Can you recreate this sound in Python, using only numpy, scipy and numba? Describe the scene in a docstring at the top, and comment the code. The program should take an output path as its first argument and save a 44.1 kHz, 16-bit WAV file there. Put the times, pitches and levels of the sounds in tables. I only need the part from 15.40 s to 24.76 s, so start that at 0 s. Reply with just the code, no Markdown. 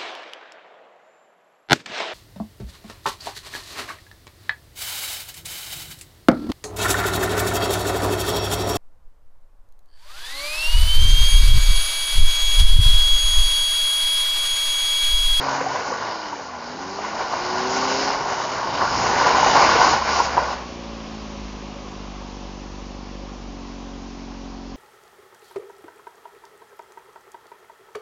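"""A small four-cylinder car loops over a gravel track, rolls up beside the microphone and stops, idling.
Unequal firing pulses ring the exhaust resonances over a sine boom; the block whirs, sings and hisses as noise.
Tyres crunch and spray as clicks through resonances and filters, over a noise rumble.
Dozens of stones knock as short decaying sines; the crunch swells or dips around most of them."""
import sys
import numpy as np
from scipy import signal
from scipy.fft import rfft, irfft
from scipy.io import wavfile
from scipy.ndimage import uniform_filter1d
from numba import njit

SR = 44100
rng = np.random.default_rng(int(sys.argv[2]) if len(sys.argv) > 2 else 0)


def wav_record(signal):
    """Record a signal, one row per channel, as 16-bit PCM in the file named by sys.argv[1]."""
    frames = np.transpose(np.atleast_2d(signal))
    bounded = np.clip(frames, -1, 1)
    # unit amplitude maps onto the largest positive 16-bit level
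    quanta = np.round(bounded * 32767).astype(np.int16)
    wavfile.write(sys.argv[1], SR, quanta)


N = 412776

# firing rate as the car loops, slows and idles: [t/s, f/Hz]
FIRING_RATE = [(0.0, 133.2), (0.2, 138.4), (0.4, 136.2), (.62, 116.5), (0.9, 99.5), (1.2, 77.95), (1.3, 82),
               (1.62, 103.7), (2.0, 119.5), (2.4, 129.9), (2.74, 136.9), (2.93, 131.3), (3.03, 122.5),
               (3.3, 116), (3.7, 104.3), (4.2, 89.8), (4.38, 80.3), (4.96, 64.43), (5.59, 54.86),
               (6.3, 50.87), (7.03, 48.22), (7.9, 48.85), (8.05, 46.6), (9.36, 45.5)]
# exhaust as the car turns and the throttle moves:
# [t/s, boom level/dB, note level/dB, loudest ring f/Hz, ring level/dB]
EXHAUST_MOVES = [(0, -41, -45, 276, -37), (.33, -45, -55, 277, -40), (.45, -57, -39.5, 266, -52),
                 (.62, -45.5, -45.5, 354, -55), (.85, -61.5, -48, 306, -44), (1.15, -54, -50, 243, -45),
                 (1.35, -76, -40, 250, -40), (1.55, -59, -39, 396.8, -40.5), (1.92, -50, -42.5, 350, -52),
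                 (2.05, -50, -48, 370, -35.5), (2.2, -61, -33.5, 372, -31), (2.4, -44.5, -29.5, 397, -29),
                 (2.66, -48, -30.5, 399.7, -33), (2.76, -57, -37.5, 419, -37),
                 (2.9, -44, -46.5, 407, -38.5), (3.1, -50.5, -52, 365, -43), (3.5, -46, -54, 343, -54),
                 (4.15, -54, -43.5, 280, -35), (4.5, -39.5, -55.5, 233, -43), (5.4, -42.5, -37.5, 224, -47),
                 (5.7, -40, -41, 213.6, -39.5), (6.8, -38, -39.5, 215, -53), (7.88, -37.5, -39, 224, -50),
                 (8.1, -39, -42, 254.8, -36.5), (9.36, -39, -43, 247.9, -36)]
# strength of each cylinder: [level/dB]
CYLINDER_STRENGTH = [2.0, -1.6, 1.2, -1.6]
# unequal header pipes delay some pulses: [t/s]
CYLINDER_DELAY = [0.0003, 0.00017, 0.000047, 0.0009]
# fixed exhaust resonances: [f/Hz, width of one pass/Hz, level/dB]
EXHAUST_RESONANCES = [(93, 50, -7.5), (150, 52, -8.5), (207.6, 72, 1.5), (272, 71, -0.5), (342, 89, 0),
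                      (422, 70, -13), (535, 110, -5), (773.4, 65, -8.5), (1060, 170, -20)]
# whir of block and fan: [t/s, level/dB]
WHIR_LEVEL = [(0, -60), (3.0, -46), (5.0, -36), (5.4, -38), (6.0, -38), (6.5, -39), (7.5, -41), (9.36, -42)]
# relative spectrum of the whir: [f/Hz, level/dB per Hz]
WHIR_SPECTRUM = [(25, -3), (70, 8), (92, -3), (125, -3), (260, -1), (480, -2), (750, -2), (1050, 0),
                 (1400, -9), (1950, -12.5), (2800, -11.5), (3700, -13.5), (4500, -12.5), (5500, -12),
                 (6700, -17), (7200, -26)]
# the block sings in three narrow bands and hisses in a broad one:
# [f/Hz, width of one pass/Hz, level relative to the whir/dB, change at rest/dB per s]
BLOCK_BANDS = [(558.6, 18, -10.5, -0.9), (1099, 22, -12.5, -4), (728.1, 30, -18, 1.5),
               (2650, 1500, -11.5, -2.5)]
# tyres on gravel, nearer and faster is louder: [t/s, crunch level/dB, spray level relative to crunch/dB]
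TYRE_LEVELS = [(0.0, -23.5, -11), (0.25, -26, -9.5), (0.6, -28, -8.5), (1.1, -35, -8), (1.33, -33, -7.5),
               (1.75, -28, -8.5), (2.2, -24.5, -7.5), (2.64, -22.5, -4), (2.79, -25.5, -7),
               (3.3, -24.5, -9.5), (3.6, -21, -7.5), (4.2, -14, -7.5), (4.46, -14.5, -9), (4.54, -18, -5.5),
               (4.59, -19.5, -10), (4.65, -26.5, -6), (4.72, -21, -6.5), (4.77, -23.5, -4.5),
               (5.04, -24, -12), (5.14, -26.5, -10), (5.16, -33.5, -11), (5.22, -38, -10), (5.26, -49, -8),
               (5.35, -52, -1)]
# relative spectra of crunch, spray and carcass rumble: [f/Hz, level/dB per Hz]
CRUNCH_SPECTRUM = [(150, -49), (250, -16), (379, -6.5), (421, -7), (513, -4.5), (597, -3.5), (880, 1),
                   (1010, 2), (1150, -0.5), (1270, -10), (1450, -2), (1630, -9.5), (2290, -15), (2400, -14),
                   (3120, -32), (4500, -42)]
SPRAY_SPECTRUM = [(1290, -12.5), (2200, -2.5), (2480, -9), (2900, -0.5), (3340, -8.5), (3710, -5.5),
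                  (5090, 0), (6090, -6), (6800, -6), (7300, -20)]
RUMBLE_SPECTRUM = [(15, -18.5), (35, -9.5), (70, -7.5), (140, -3.5), (250, -2.5), (400, -11.5), (800, -57)]
# stones knocking: [t/s, peak level/dB, f/Hz, ring t60/s, crunch level change around it/dB]
STONE_KNOCKS = [(0.083, -7.5, 985, 0.042, -2.5), (0.21, -10, 512, 0.045, 5.5),
                (0.261, -8.5, 754, 0.075, -1.5), (.314, -10.5, 1020, 0.056, -0.5),
                (0.357, -8.5, 1020, .03, 1), (0.519, -11.5, 490, 0.032, 3.5), (0.928, -13.5, 966, 0.05, 3),
                (0.996, -27, 940, 0.027, 5), (1.222, -20, 1043, .03, 3), (1.5895, -7, 700, 0.013, -2.5),
                (1.809, -24, 900, 0.031, 5.5), (1.938, -6, 1010, 0.021, 4), (3.419, -25, 1000, 0.031, 6),
                (3.811, -6, 1053, 0.048, 1), (3.868, -3, 990, 0.044, 2), (3.947, 0.5, 1007, 0.032, -0.5),
                (3.981, -5, 758, 0.043, -1), (4.029, -4, 880, 0.036, 2), (4.061, -2.5, 786, 0.044, 0),
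                (4.132, -3, 833, 0.038, -4.5), (4.155, -1, 870, 0.035, 0.5), (4.228, -7, 714, .015, 2.5),
                (4.251, -4, 1020, 0.027, -0.5), (4.29, 2, 1123, 0.029, -3), (4.354, -5, 484, 0.058, -0.5),
                (4.535, -3, 819, .03, -2.5), (4.673, -14, 892, 0.035, 4.5), (4.795, -14, 1400, .02, 5),
                (4.8008, 0, 950, .035, 0), (4.9688, -1, 900, .009, 0), (4.9747, 2.5, 800, .009, 0),
                (4.9778, 5, 950, .027, 0), (4.9862, -8, 1012, .045, 4.5), (5.133, -16, 870, 0.034, 3)]
# modes of every stone: [multiple of its f, level/dB, share of its t60]
STONE_PARTIALS = [(1.0, -2.5, 0.99), (1.45, -11, 0.41), (.6, -14.5, 0.85)]

RING_WIDTH_HZ = 68.5  # of one pass
BRIGHT_DB_PER_OCTAVE, IDLE_HZ = 6.5, 51.4  # tone change as the firing rate climbs above idle
STOP_S = 5.3  # the car comes to rest
RUMBLE_DB = -17.5  # relative to the crunch level
JOLT_S, JOLT_DB, JOLT_WIDTH_S = 3.51, 5.5, 0.23  # the rumble swells once as the car swings in
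CHANGE_RISE_S, CHANGE_FALL_S = 0.0096, 0.02  # crunch change before and after a knock
KNOCK_RISE = 0.07  # share of the ring time that a knock takes to swell
TOP_HZ = 7250


def engine():
    """One run of firings drives the exhaust and makes the block throb."""
    firing_hz, = curves(FIRING_RATE)
    turns = np.cumsum(firing_hz * (1 + 0.0012 * walk(9))) / SR  # one turn per firing
    return exhaust(firing_hz, turns) + block(turns)


def firings(firing_hz, turns):
    """Pulses with unequal strength and delay per cylinder, and an even version of the same firings."""
    at = np.flatnonzero(np.diff(np.floor(turns))) + 1
    strength_scatter, time_scatter = rng.standard_normal((N // 100, 2))[:len(at)].T
    pulses, even = np.zeros((2, N))
    # past the silencer the cylinders sound alike
    even[at] = undb(0.5 * strength_scatter)
    # burning varies by a share of the cycle
    late_s = np.resize(CYLINDER_DELAY, len(at)) + 0.004 * time_scatter / firing_hz[at]
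    late_at = np.clip(at + np.round(late_s * SR).astype(int), 0, N - 1)
    pulses[late_at] = undb(np.resize(CYLINDER_STRENGTH, len(at)) + 0.5 * strength_scatter)
    return pulses, even


def exhaust(firing_hz, turns):
    """Firings ring fixed pipe resonances and one moving resonance over a pure boom at the firing rate."""
    boom_db, note_db, ring_hz, ring_db = curves(EXHAUST_MOVES)
    pulses, even = firings(firing_hz, turns)
    # with the revs the upper resonances open up and the lowest thin out
    bright = undb(BRIGHT_DB_PER_OCTAVE * np.log2(firing_hz / IDLE_HZ))
    note = np.zeros(N)
    for k, (hz, width_hz, db) in enumerate(EXHAUST_RESONANCES):
        if hz > 400:
            resonance = bright * band(even, hz, width_hz)
        else:
            resonance = band(pulses, hz, width_hz)
            if hz < 180:
                resonance = resonance / bright
        note += (-1) ** k * undb(db) * resonance / width_hz
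    ring = svf(svf(even, ring_hz, RING_WIDTH_HZ), ring_hz, RING_WIDTH_HZ)
    boom = np.sqrt(2) * np.sin(2 * np.pi * turns + 2.42) * undb(walk(10))
    return undb(boom_db) * boom + undb(note_db) * steady(note) + undb(ring_db) * steady(ring)


def block(turns):
    """Whir throbs with the firings; noise bands, three narrow and one broad, sing and hiss, drifting at rest."""
    throb = 1 + 0.038 * np.cos(2 * np.pi * turns)
    whir = colour(throb * flicker(rng.standard_normal(N), 0.9, 9), WHIR_SPECTRUM)
    at_rest_s = np.maximum(np.arange(N) / SR - STOP_S, 0)
    sing_and_hiss = np.zeros(N)
    for hz, width_hz, db, db_per_s in BLOCK_BANDS:
        noise_band = level(band(rng.standard_normal(N), hz, width_hz), 0)
        sing_and_hiss += undb(db + db_per_s * at_rest_s + 0.93 * walk(4.5)) * noise_band
    whir_db, = curves(WHIR_LEVEL)
    return undb(whir_db) * (level(whir, 0) + sing_and_hiss)


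def tyres():
    """Stones of every size grind and snap under the tread in patches; chips spray; the carcass rumbles."""
    crunch_db, spray_db = curves(TYRE_LEVELS)
    patch = undb(walk(30.01))
    rolling = np.arange(N) < TYRE_LEVELS[-1][0] * SR
    tread = undb(crunch_changes()) * level(crunch(patch), 0) + undb(spray_db) * level(spray(patch), 0)
    from_jolt = (np.arange(N) / SR - JOLT_S) / JOLT_WIDTH_S
    jolt = undb(JOLT_DB * np.exp(-from_jolt ** 2))
    return rolling * undb(crunch_db) * (tread + jolt * level(rumble(), RUMBLE_DB))


def crunch(patch):
    """Each size of stone rings a few cycles at its own pitch in its own bursts; broader snaps join in."""
    ringing = np.zeros(N)
    for hz in 300 * 2 ** np.arange(0, 3.3, 1 / 3):
        bursts = grains(400, spread_db=1.0) * undb(1.8 * walk(16))
        ringing += band(bursts, hz, 0.41 * hz)
    snaps = band(grains(160, spread_db=2.5), 1000, 1500)
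    return colour((level(ringing, 0) + level(snaps, -9)) * patch, CRUNCH_SPECTRUM)


def spray(patch):
    """Dense clicks of flying chips merge into a flickering hiss."""
    hiss = flicker(grains(14000, spread_db=3.0), 1.74, 10)
    return colour(hiss * patch, SPRAY_SPECTRUM)


def rumble():
    """The tyre carcass rumbles as slowly wavering low noise."""
    return colour(rng.standard_normal(N) * undb(1.2 * walk(3.3)), RUMBLE_SPECTRUM)


def crunch_changes():
    """The crunch swells or dips around most knocks, starting just before and settling after (dB)."""
    t = np.arange(N) / SR
    change_db = np.zeros(N)
    for s, *_, db in STONE_KNOCKS:
        change_db += db * np.exp(np.where(t < s, (t - s) / CHANGE_RISE_S, (s - t) / CHANGE_FALL_S))
    return change_db


def stones():
    """Each knock excites a few short modes of the stone, which die away exponentially."""
    out, t = np.zeros(N), np.arange(SR // 10) / SR
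    chance = rng.random((len(STONE_KNOCKS), len(STONE_PARTIALS)))
    for (s, peak_db, hz, t60, _), phases in zip(STONE_KNOCKS, chance):
        ring = np.zeros(len(t))
        for (multiple, db, share), phase in zip(STONE_PARTIALS, phases):
            decay = undb(db - 60 * t / (share * t60))
            ring += decay * np.sin(2 * np.pi * (multiple * hz * t + 0.15 * phase))
        swell = np.minimum(t / (KNOCK_RISE * t60), 1)
        i = int(s * SR)
        out[i:i + len(t)] += undb(peak_db) * ring * swell
    return out


def undb(db):
    """Decibels to gain."""
    return 10 ** (np.asarray(db) / 20)


def level(x, db):
    """Set the rms level."""
    return x * undb(db) / np.sqrt(np.mean(x ** 2))


def steady(x):
    """Hold the short-term rms (quarter second) near 1 while the firing rate changes."""
    return x / np.sqrt(uniform_filter1d(x ** 2, SR // 4))


def curves(table):
    """Each column of a table, joined by straight lines in time."""
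    s, *columns = np.transpose(table)
    return [np.interp(np.arange(N) / SR, s, c) for c in columns]


def walk(rate):
    """Random levels held 1 / rate s and smoothed twice; spread near 0.75."""
    k = int(SR / rate)
    held = np.repeat(rng.standard_normal(N // k + 1), k)
    return 1.02 * uniform_filter1d(uniform_filter1d(held, k), k)[:N]


def grains(per_s, spread_db):
    """Random clicks of either sign, a few much larger than the rest."""
    when, how_big, sign = rng.random((3, N))
    size = undb(spread_db * np.minimum(-np.log(1 - how_big), 5))
    return (when < per_s / SR) * size * np.sign(sign - 0.5)


def flicker(x, depth_db, rate):
    """Half-octave bands from 250 Hz to 8 kHz, and the parts below and above, each waver on their own."""
    edges = 250 * 2 ** np.arange(0, 5.5, 0.5)
    spectrum, hz = rfft(x), np.arange(N // 2 + 1) * SR / N
    part = np.searchsorted(edges, hz)
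    out = np.zeros(N)
    for k in range(len(edges) + 1):
        out += irfft(spectrum * (part == k), N) * undb(depth_db * walk(rate))
    return out


def colour(x, points):
    """Causal filter with the given (Hz, dB) shape, from the folded cepstrum."""
    hz, db = np.transpose(points)
    bins = np.maximum(np.arange(2049) * SR / 4096, 1)
    cepstrum = irfft(np.log(undb(np.interp(np.log(bins), np.log(hz), db))))
    # folding onto positive time gives minimum phase
    cepstrum[1:2048] *= 2
    cepstrum[2049:] = 0
    return signal.fftconvolve(x, irfft(np.exp(rfft(cepstrum))))[:N]


def band(x, hz, width_hz):
    """A fixed resonance applied twice, so the valleys stay dark."""
    b, a = signal.iirpeak(hz, hz / width_hz, fs=SR)
    return signal.lfilter(b, a, signal.lfilter(b, a, x))


@njit
def svf(x, hz, width):
    """State-variable band-pass whose centre may move; gain 1 at the centre."""
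    y, band_state, low_state = np.empty(len(x)), 0., 0.
    for i in range(len(x)):
        g, k = np.tan(np.pi * hz[i] / SR), width / hz[i]
        v = (band_state + g * (x[i] - low_state)) / (1 + g * (g + k))
        band_state = 2 * v - band_state
        low_state += 2 * g * v
        y[i] = k * v
    return y


def scene():
    """Everything in the open, one microphone."""
    return (engine() + tyres() + stones())[None]


def record(dry):
    """The microphone chain thins the deepest bass, rounds the loudest peaks and cuts the top."""
    thin = signal.sosfilt(signal.butter(2, 30, "high", fs=SR, output="sos"), dry)
    top_cut = signal.ellip(10, 0.3, 80, TOP_HZ, fs=SR, output="sos")
    return signal.sosfilt(top_cut, np.tanh(thin))


dry = scene()
out = record(dry)
wav_record(out)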